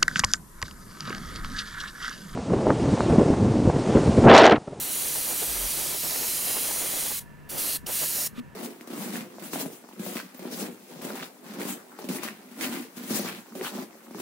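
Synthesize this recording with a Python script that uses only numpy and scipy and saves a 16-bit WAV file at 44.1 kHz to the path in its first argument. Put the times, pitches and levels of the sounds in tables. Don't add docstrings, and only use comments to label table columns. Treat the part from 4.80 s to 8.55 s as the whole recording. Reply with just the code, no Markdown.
import sys
import numpy as np
from scipy import signal
from scipy.fft import rfft, irfft, next_fast_len
from scipy.io import wavfile
from scipy.ndimage import uniform_filter1d

SR = 44100
rng = np.random.default_rng(int(sys.argv[2]) if len(sys.argv) > 2 else 0)


def persist_wave(psi):
    counts = np.round(np.clip(psi, -1, 1) * 32767).astype(np.int16)
    wavfile.write(sys.argv[1], SR, np.atleast_2d(counts).T)


def ratio(d):
    e = np.asarray(d, float) / 20
    return 10 ** e


N = 165375


def evened(x):
    return x / np.sqrt(np.mean(np.abs(x) ** 2) + 1e-20)


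def read(points, hz):
    f, value = np.transpose(points)
    return np.interp(np.log(hz + 1), np.log(f + 1), value)


def slow(t, top_hz, count=24):
    hz = np.geomspace(top_hz / 12, top_hz, count)
    sines = np.sin(2 * np.pi * (hz * t[:, None] + rng.random(count)))
    return evened(sines @ hz ** -.5)


def coloured(spectrum):
    hz = np.fft.rfftfreq(N, 1 / SR)
    white = rfft(rng.standard_normal((2, N)))
    return evened(irfft(white * ratio(read(spectrum, hz)), N))


def ramp(start_s, length_s):
    done = np.clip((np.arange(N) / SR - start_s) / length_s, 0, 1)
    return np.sin(np.pi / 2 * done) ** 2


def smooth_twice(x, samples):
    return uniform_filter1d(uniform_filter1d(x, size=samples), size=samples)


def left_only(tone):
    return np.array([[1], [0]]) * tone


def glide(curve, overtone_db):
    t = np.arange(N) / SR
    time_s, pitch_hz, level_db = np.transpose(curve)
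    phase = 2 * np.pi * np.cumsum(np.interp(t, time_s, pitch_hz)) / SR
    wave = np.sin(phase) + ratio(overtone_db) * np.sin(2 * phase)
    tone = np.sqrt(2) * wave * ratio(np.interp(t, time_s, level_db))
    return left_only(tone) * ramp(time_s[0], 0.0086) * (1 - ramp(time_s[-1] - .01, .01))


# [pitch_hz, level_db per Hz]
BENCH_SPECTRUM = [(45, -2), (70, -4), (120, -44)]


def bench_rumble(level_db=-58, end_s=3.28):
    return ratio(level_db) * coloured(BENCH_SPECTRUM) * (1 - ramp(end_s, .05))


# [pitch_hz, level_db per Hz]
FAN_SPECTRUM = [(20, -13), (142, -1), (300, -7), (800, -18.5), (1570, -17), (2800, -25.5), (3600, -33),
                (16000, -36.5)]
# [pitch_hz, width_hz, level_db]
FAN_HUMS = [(143.4, 22, -52.5), (208, 47, -57.5), (956, 42, -63), (1755, 96, -61), (2720, 50, -73)]


def fan(level_db=-51, steady=0.6):
    hz = np.fft.rfftfreq(N, 1 / SR)
    out = ratio(level_db) * coloured(FAN_SPECTRUM)
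    for pitch_hz, width_hz, hum_db in FAN_HUMS:
        white = rfft(rng.standard_normal((2, N)))
        hum = evened(irfft(white / (1 + ((hz - pitch_hz) / width_hz * 2) ** 2), N))
        power = smooth_twice(hum ** 2, 1200)
        out = out + ratio(hum_db) * evened(hum / (power + .05) ** (steady / 2))
    return out


# [time_s, pitch_hz, level_db]
RUMBLE = [
    (.67, 62, -58),
    (.695, 57, -45.5),
    (.72, 49.4, -44.5),
    (.755, 44, -45.5),
    (.79, 42.3, -42),
    (.865, 43.3, -38),
    (.9, 42.7, -56),
    (.99, 42.4, -52),
    (1.04, 43, -59.5),
]


def passing_rumble():
    return glide(RUMBLE, -22.0)[0] * ratio(np.array([[.1], [-.1]]))


# [start_s, level_db, pitch_hz]
TAPS = [
    (3.03, -36, 260),
    (3.041, -33, 201),
    (3.533, -36, 202.5),
]


def taps(t60_s=0.04):
    t = np.arange(N) / SR
    rings = 0
    for start_s, level_db, pitch_hz in TAPS:
        since_s = np.maximum(t - start_s, 0)
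        rings = rings + ratio(level_db - 60 * since_s / t60_s) * np.sin(2 * np.pi * pitch_hz * since_s)
    return left_only(rings)


# [time_s, level_db]
SCRAPE = [
    (3.535, -70),
    (3.562, -49),
    (3.575, -46),
    (3.585, -45),
    (3.594, -41),
    (3.6, -45),
    (3.607, -70),
]
# [pitch_hz, level_db per Hz]
SCRAPE_SPECTRUM = [(200, -2.5), (500, 2), (1000, -28), (1200, 6), (1400, -4), (3800, -8), (5500, -16.5),
                   (16000, -22)]


def scrape():
    level_db = np.interp(np.arange(N) / SR, *np.transpose(SCRAPE), left=-200, right=-200)
    return coloured(SCRAPE_SPECTRUM) * ratio(level_db)


# [time_s, pitch_hz, level_db]
KNOCK = [
    (3.574, 234, -56),
    (3.582, 240, -32),
    (3.593, 243, -33.5),
    (3.61, 245, -34.5),
    (3.622, 240, -46),
    (3.64, 235, -62),
]


def knock():
    return glide(KNOCK, -26.0)


# [start_s, end_s, level_db]
BLOWS = [
    (-.1, 1.177, -45.5),
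    (1.18, 1.22, -51),
    (1.223, 2.324, -45),
    (2.33, 2.376, -54.5),
    (2.696, 2.965, -46),
    (3.062, 3.47, -48),
]
# [pitch_hz, level_db per Hz]
BLOW_SPECTRUM = [(120, -24), (250, 4), (480, -1.5), (800, -4.5), (1200, -5), (2000, -15.5), (3500, -12.5),
                 (6000, -35)]
# [time_s, level_db, width_s]
GUSTS = [(0.07, -47, 0.12), (0.263, -42.5, 0.051), (0.368, -39.5, 0.045), (0.517, -40.5, 0.07),
         (0.629, -36.5, 0.026), (0.696, -43, 0.059), (0.77, -38.5, 0.027), (0.832, -41, 0.051),
         (0.994, -41, 0.13), (1.063, -41.5, 0.034), (1.14, -39.5, 0.052), (1.345, -39.5, 0.12),
         (1.43, -39, 0.044), (1.692, -39, 0.055), (1.77, -35.5, 0.039), (1.849, -40, 0.038),
         (1.906, -37, 0.039), (2.026, -38, 0.038), (2.176, -39, 0.029), (2.264, -39.5, 0.019),
         (2.872, -42, 0.12), (3.096, -38.5, 0.039), (3.23, -37.5, 0.035), (3.396, -43.5, 0.088),
         (1.25, -41, 0.038), (1.97, -41.5, 0.024), (2.1, -45.5, 0.11), (2.315, -41, 0.019),
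         (2.765, -41.5, 0.078), (2.057, -39.5, 0.022), (2.137, -38.5, 0.015), (2.225, -43.5, 0.014),
         (0.16, -44, 0.03), (0.487, -41, 0.013), (1.615, -45.5, 0.027)]
# [pitch_hz, level_db per Hz]
GUST_SPECTRUM = [(150, -16.5), (280, -1.5), (560, -0.5), (800, -3), (1200, -9.5), (2500, -13.5),
                 (6000, -24)]


def buffet(lumps_db=1.5, edge_s=0.0075, steady=0.56):
    t = np.arange(N) / SR
    blow_power, gust_power = 0, 0
    for start_s, end_s, level_db in BLOWS:
        blow_power = blow_power + ratio(2 * level_db) * ramp(start_s, edge_s) * (1 - ramp(end_s, edge_s))
    for time_s, level_db, width_s in GUSTS:
        shape = np.exp(-(2.07 * (t - time_s) / np.clip(width_s, .01, .085)) ** 2)
        gust_power = gust_power + ratio(2 * level_db) * shape
    lumps = ratio(lumps_db * evened(uniform_filter1d(rng.standard_normal(N), size=300)))
    out = 0
    for spectrum, power in ((BLOW_SPECTRUM, blow_power), (GUST_SPECTRUM, gust_power)):
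        rush = coloured(spectrum) * lumps
        drift = smooth_twice(rush[0] ** 2, 900)
        out = out + evened(rush / drift ** (steady / 2)) * np.sqrt(1.2 * power)
    return out


# [time_s, pitch_hz, level_db]
WHINE = [
    (2.325, 1134, -66),
    (2.35, 1134, -56),
    (2.39, 1134, -57),
    (2.41, 1134, -68),
]


def whine():
    return glide(WHINE, -40.0)


# [pitch_hz, level_db per Hz]
SPIT_SPECTRUM = [(2000, -23), (3000, 1), (4000, -10), (5000, 1), (6200, -4), (7500, -15), (16000, -25)]


def spit(time_s=3.068, level_db=-35.5, width_s=0.0039):
    burst = np.exp(-((np.arange(N) / SR - time_s) / width_s) ** 2)
    return coloured(SPIT_SPECTRUM) * ratio(level_db) * burst


# [press_s, full_open_s, release_s, closing_s, jet_db]
SPRAYS = [
    (-.2, -.1, 2.392, 0.0092, -27.5),
    (2.686, 2.784, 2.961, 0.021, -27),
    (3.059, 3.105, 3.47, 0.013, -26.5),
]
# [bleed_hold_s, bleed_db, pop_db, opening_s]
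VALVE = [
    (0.012, -13.5, -60, .012),
    (0.001, -21, -64, .012),
    (0.0022, -20, -36, .045),
]
# [time_s, nearness_db, aim_db (middle of the hiss)]
NOZZLE = [(0, -1.5, 1.5), (.3, 0, 1.5), (.6, 0, 0.5), (.9, 0.5, 1.5), (1.2, -0.5, 2), (1.5, 1, 2),
          (1.75, 0.7, 1), (2.0, 0, 0.5), (2.2, 0, 1.5), (2.39, -1.5, 2), (2.7, -0.5, 2), (2.8, -0.5, 2.5),
          (2.95, -0.5, 5), (3.07, 0.5, -1), (3.2, 0.5, 1.5), (3.47, -0.5, 0)]


def trigger(press_s=0.014, open_s=0.012, half_db=-6.5, bleed_t60_s=0.067, room_db=-26, room_t60_s=0.34):
    t, gain = np.arange(N) / SR, np.zeros(N)
    for pull, valve in zip(SPRAYS, VALVE):
        start_s, full_s, release_s, closing_s, jet_db = pull
        hold_s, bleed_db, pop_db, opening_s = valve
        half_open_db = half_db * (1 - ramp(full_s - open_s, opening_s))
        opening = ramp(start_s, press_s) * ratio(half_open_db)
        bleeding_s = np.maximum(t - release_s - closing_s - hold_s, 0)
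        bleed = ratio(bleed_db - 60 * bleeding_s / bleed_t60_s)
        room = ratio(room_db - 60 * (t - release_s) / room_t60_s)
        tail = (bleed + room) * (t > release_s)
        gain += ratio(jet_db) * opening * np.maximum(1 - ramp(release_s, closing_s), tail)
        gain += ratio(pop_db) * np.exp(-((t - start_s - .009) / 0.0017) ** 2)
    return gain * ratio(np.interp(t, *np.transpose(NOZZLE)[:2]))


# [pitch_hz, level_db per Hz]
JET_SPECTRUM = [(1200, -14), (2760, -8), (3620, -8), (6800, -4.5), (8000, -3), (9930, 0.5), (12500, -1),
                (16000, -3)]
# [delay_ms, strength, drift_ms]
WALLS = [(0.382, 0.03, 0.061), (.8, 0.077, 0.096), (1.18, 0.034, 0.091), (1.68, 0.046, 0.059),
         (2.4, 0.14, 0.073)]
# [pitch_hz, width_hz, level_db]
BOOTH = [(2030, 80, 3), (2800, 150, 2), (3300, 120, 2), (4030, 170, 2.5), (4800, 100, 1.5), (5080, 150, -1),
         (6030, 120, 1.5), (6900, 250, 2.5), (7480, 200, -2), (8720, 80, 1.5), (9350, 300, 1),
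         (11080, 250, -2), (12000, 250, 1.5), (13300, 200, 1.5), (14550, 250, -1.5)]
# [time_s, half_length_s, pitch_hz, level_db]
RINGS = [(0.0, 0.072, 6600, -4), (0.0, 0.08, 12300, 5.5), (0.0, 0.18, 9560.0, -2), (0.0, 0.18, 13610.0, 8),
         (0.0, 0.43, 4860, -5), (0.0, 0.32, 5340.0, -3), (0.0, 0.25, 6100, -1), (0.0, 0.22, 7600, -1),
         (0.0, 0.29, 9130.0, 3.5), (0.0, 0.25, 10900, 4.5), (0.21, 0.25, 10420.0, -6),
         (0.33, 0.27, 9760, 6.5), (0.6, 0.14, 11630.0, 4.0), (0.66, 0.21, 8220, 3), (0.75, 0.18, 8800, 1.5),
         (0.86, 0.13, 5830, 3), (0.91, 0.12, 12750.0, -6), (0.91, 0.2, 3060, 1.5),
         (0.97, 0.098, 10060, 4.5), (1.0, 0.25, 14990.0, -5.0), (1.02, 0.12, 11500, -9),
         (1.28, 0.088, 13600, 9), (1.28, 0.23, 5340, 5.5), (1.31, 0.25, 8800, -4.0),
         (1.47, 0.18, 8100.0, -8), (1.49, 0.33, 3440, -4.0), (1.52, 0.2, 12700, 5.5),
         (1.53, 0.21, 6440, 4.0), (1.67, 0.12, 13950.0, -3), (1.81, 0.15, 10360, 4.5),
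         (1.92, 0.099, 5900, 4.5), (1.96, 0.2, 7940, 1), (1.98, 0.13, 11800.0, -4.5),
         (2.08, 0.18, 8790.0, 5), (2.1, 0.2, 6980.0, 3), (2.74, 0.087, 3920, -10),
         (2.74, 0.08, 15070.0, 10), (2.82, 0.18, 8960.0, -3), (2.85, 0.12, 10700, 5.5),
         (2.88, 0.15, 2300, -5.0), (2.89, 0.21, 7000, -5), (2.91, 0.13, 11540.0, 9),
         (3.11, 0.08, 14470.0, 7.5), (3.33, 0.12, 15160.0, 4.5), (3.35, 0.12, 12490.0, 5.5),
         (3.4, 0.11, 2520, -6.0), (3.4, 0.11, 3300, -6.0), (3.43, 0.08, 5400, 10)]


def jet(patch_db=1.3, flicker_db=0.26, swell_db=0.44, ring_width_hz=195, ring_top_db=6.5,
        aim_hz=4130, aim_octaves=0.29):
    frames, hz = N // 128 + 5, np.fft.rfftfreq(512, 1 / SR)[:, None]
    t = np.arange(frames) * 128 / SR
    a, b, c, d, patches = rng.standard_normal((frames, 257, 5)).T
    patches = uniform_filter1d(patches, size=2, axis=0)
    patches = evened(uniform_filter1d(patches, size=90, axis=1))

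    comb = 1
    for delay_ms, strength, drift_ms in WALLS:
        moving_s = (delay_ms + drift_ms * slow(t, 1.175)) / 1000
        comb = comb + strength * np.exp(-2j * np.pi * hz * moving_s)
    rings = 0
    for time_s, half_s, pitch_hz, level_db in RINGS:
        band = np.exp(-((hz - pitch_hz) / ring_width_hz) ** 2)
        rings = rings + min(level_db, ring_top_db) * band * np.exp(-((t - time_s) / half_s) ** 2)
    booth = sum(db * np.exp(-((hz - f) / width) ** 2) for f, width, db in BOOTH)
    below = -14 * np.maximum(np.log2(JET_SPECTRUM[0][0] * 1.05 / (hz + 1)), 0)
    aim_band = np.exp(-(np.log2((hz + 1) / aim_hz) / aim_octaves) ** 2)
    aim = np.interp(t, *np.transpose(NOZZLE)[::2]) * aim_band

    colour_db = read(JET_SPECTRUM, hz) + below + booth + aim + rings + patch_db * patches
    z = np.array([a + 1j * b, c + 1j * d]) * comb * ratio(colour_db)
    hiss = signal.istft(z, nperseg=512, noverlap=384)[1][:, :N]
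    flicker = evened(uniform_filter1d(rng.standard_normal(N), size=60))
    swell = np.interp(np.arange(N) / SR, t, slow(t, 29.65))
    return evened(hiss * ratio(flicker_db * flicker + swell_db * swell)) * trigger()


# [pitch_hz, likeness (0-1)]
LIKENESS = [(40, .62), (130, .97), (500, .98), (1400, .8), (2600, .86), (4400, .84), (5600, .96),
            (9500, .86), (15000, .66)]
# [pitch_hz, lead_rad]
RIGHT_LEAD = [(25, .5), (130, 2.1), (260, 1.6), (690, .95), (1640, .6), (2100, .15), (9000, 0),
              (13000, -.2)]
# [pitch_hz, left_minus_right_db]
BALANCE = [(60, 2.5), (130, 3.5), (290, 1.5), (640, -0.5), (1410, -2.5), (3100, -4), (6820, -0.5),
           (15000, -1.5)]


def ports(pair, share=1):
    size = next_fast_len(N + 8192)
    hz, (a, b) = np.fft.rfftfreq(size, 1 / SR), rfft(pair, size)
    same = np.clip(share * read(LIKENESS, hz), 0, 1)
    tilt = ratio(read(BALANCE, hz) / 2)
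    turn = np.exp(.5j * read(RIGHT_LEAD, hz))
    left = a * tilt / turn
    right = (same * a + np.sqrt(1 - same ** 2) * b) * turn / tilt
    return irfft(np.array([left, right]), size)[:, :N]


def scene():
    background = ports(fan() + bench_rumble(), 0.71)
    near = taps() + scrape() + knock() + buffet() + whine() + spit() + jet()
    return background + passing_rumble() + ports(near)


def roll_off(x):
    return signal.sosfilt(signal.butter(12, 16200, fs=SR, output="sos"), x)


def record(dry, edge_hz=15780, edge_width_hz=32):
    size = next_fast_len(N + 8192)
    hz = np.fft.rfftfreq(size, 1 / SR)
    cut_db = -np.clip(10 * (hz - edge_hz) / edge_width_hz, 0, 90)
    limited = irfft(rfft(dry, size) * ratio(cut_db), size)[:, :N]
    return roll_off(limited)


dry = scene()
out = record(dry)
persist_wave(out)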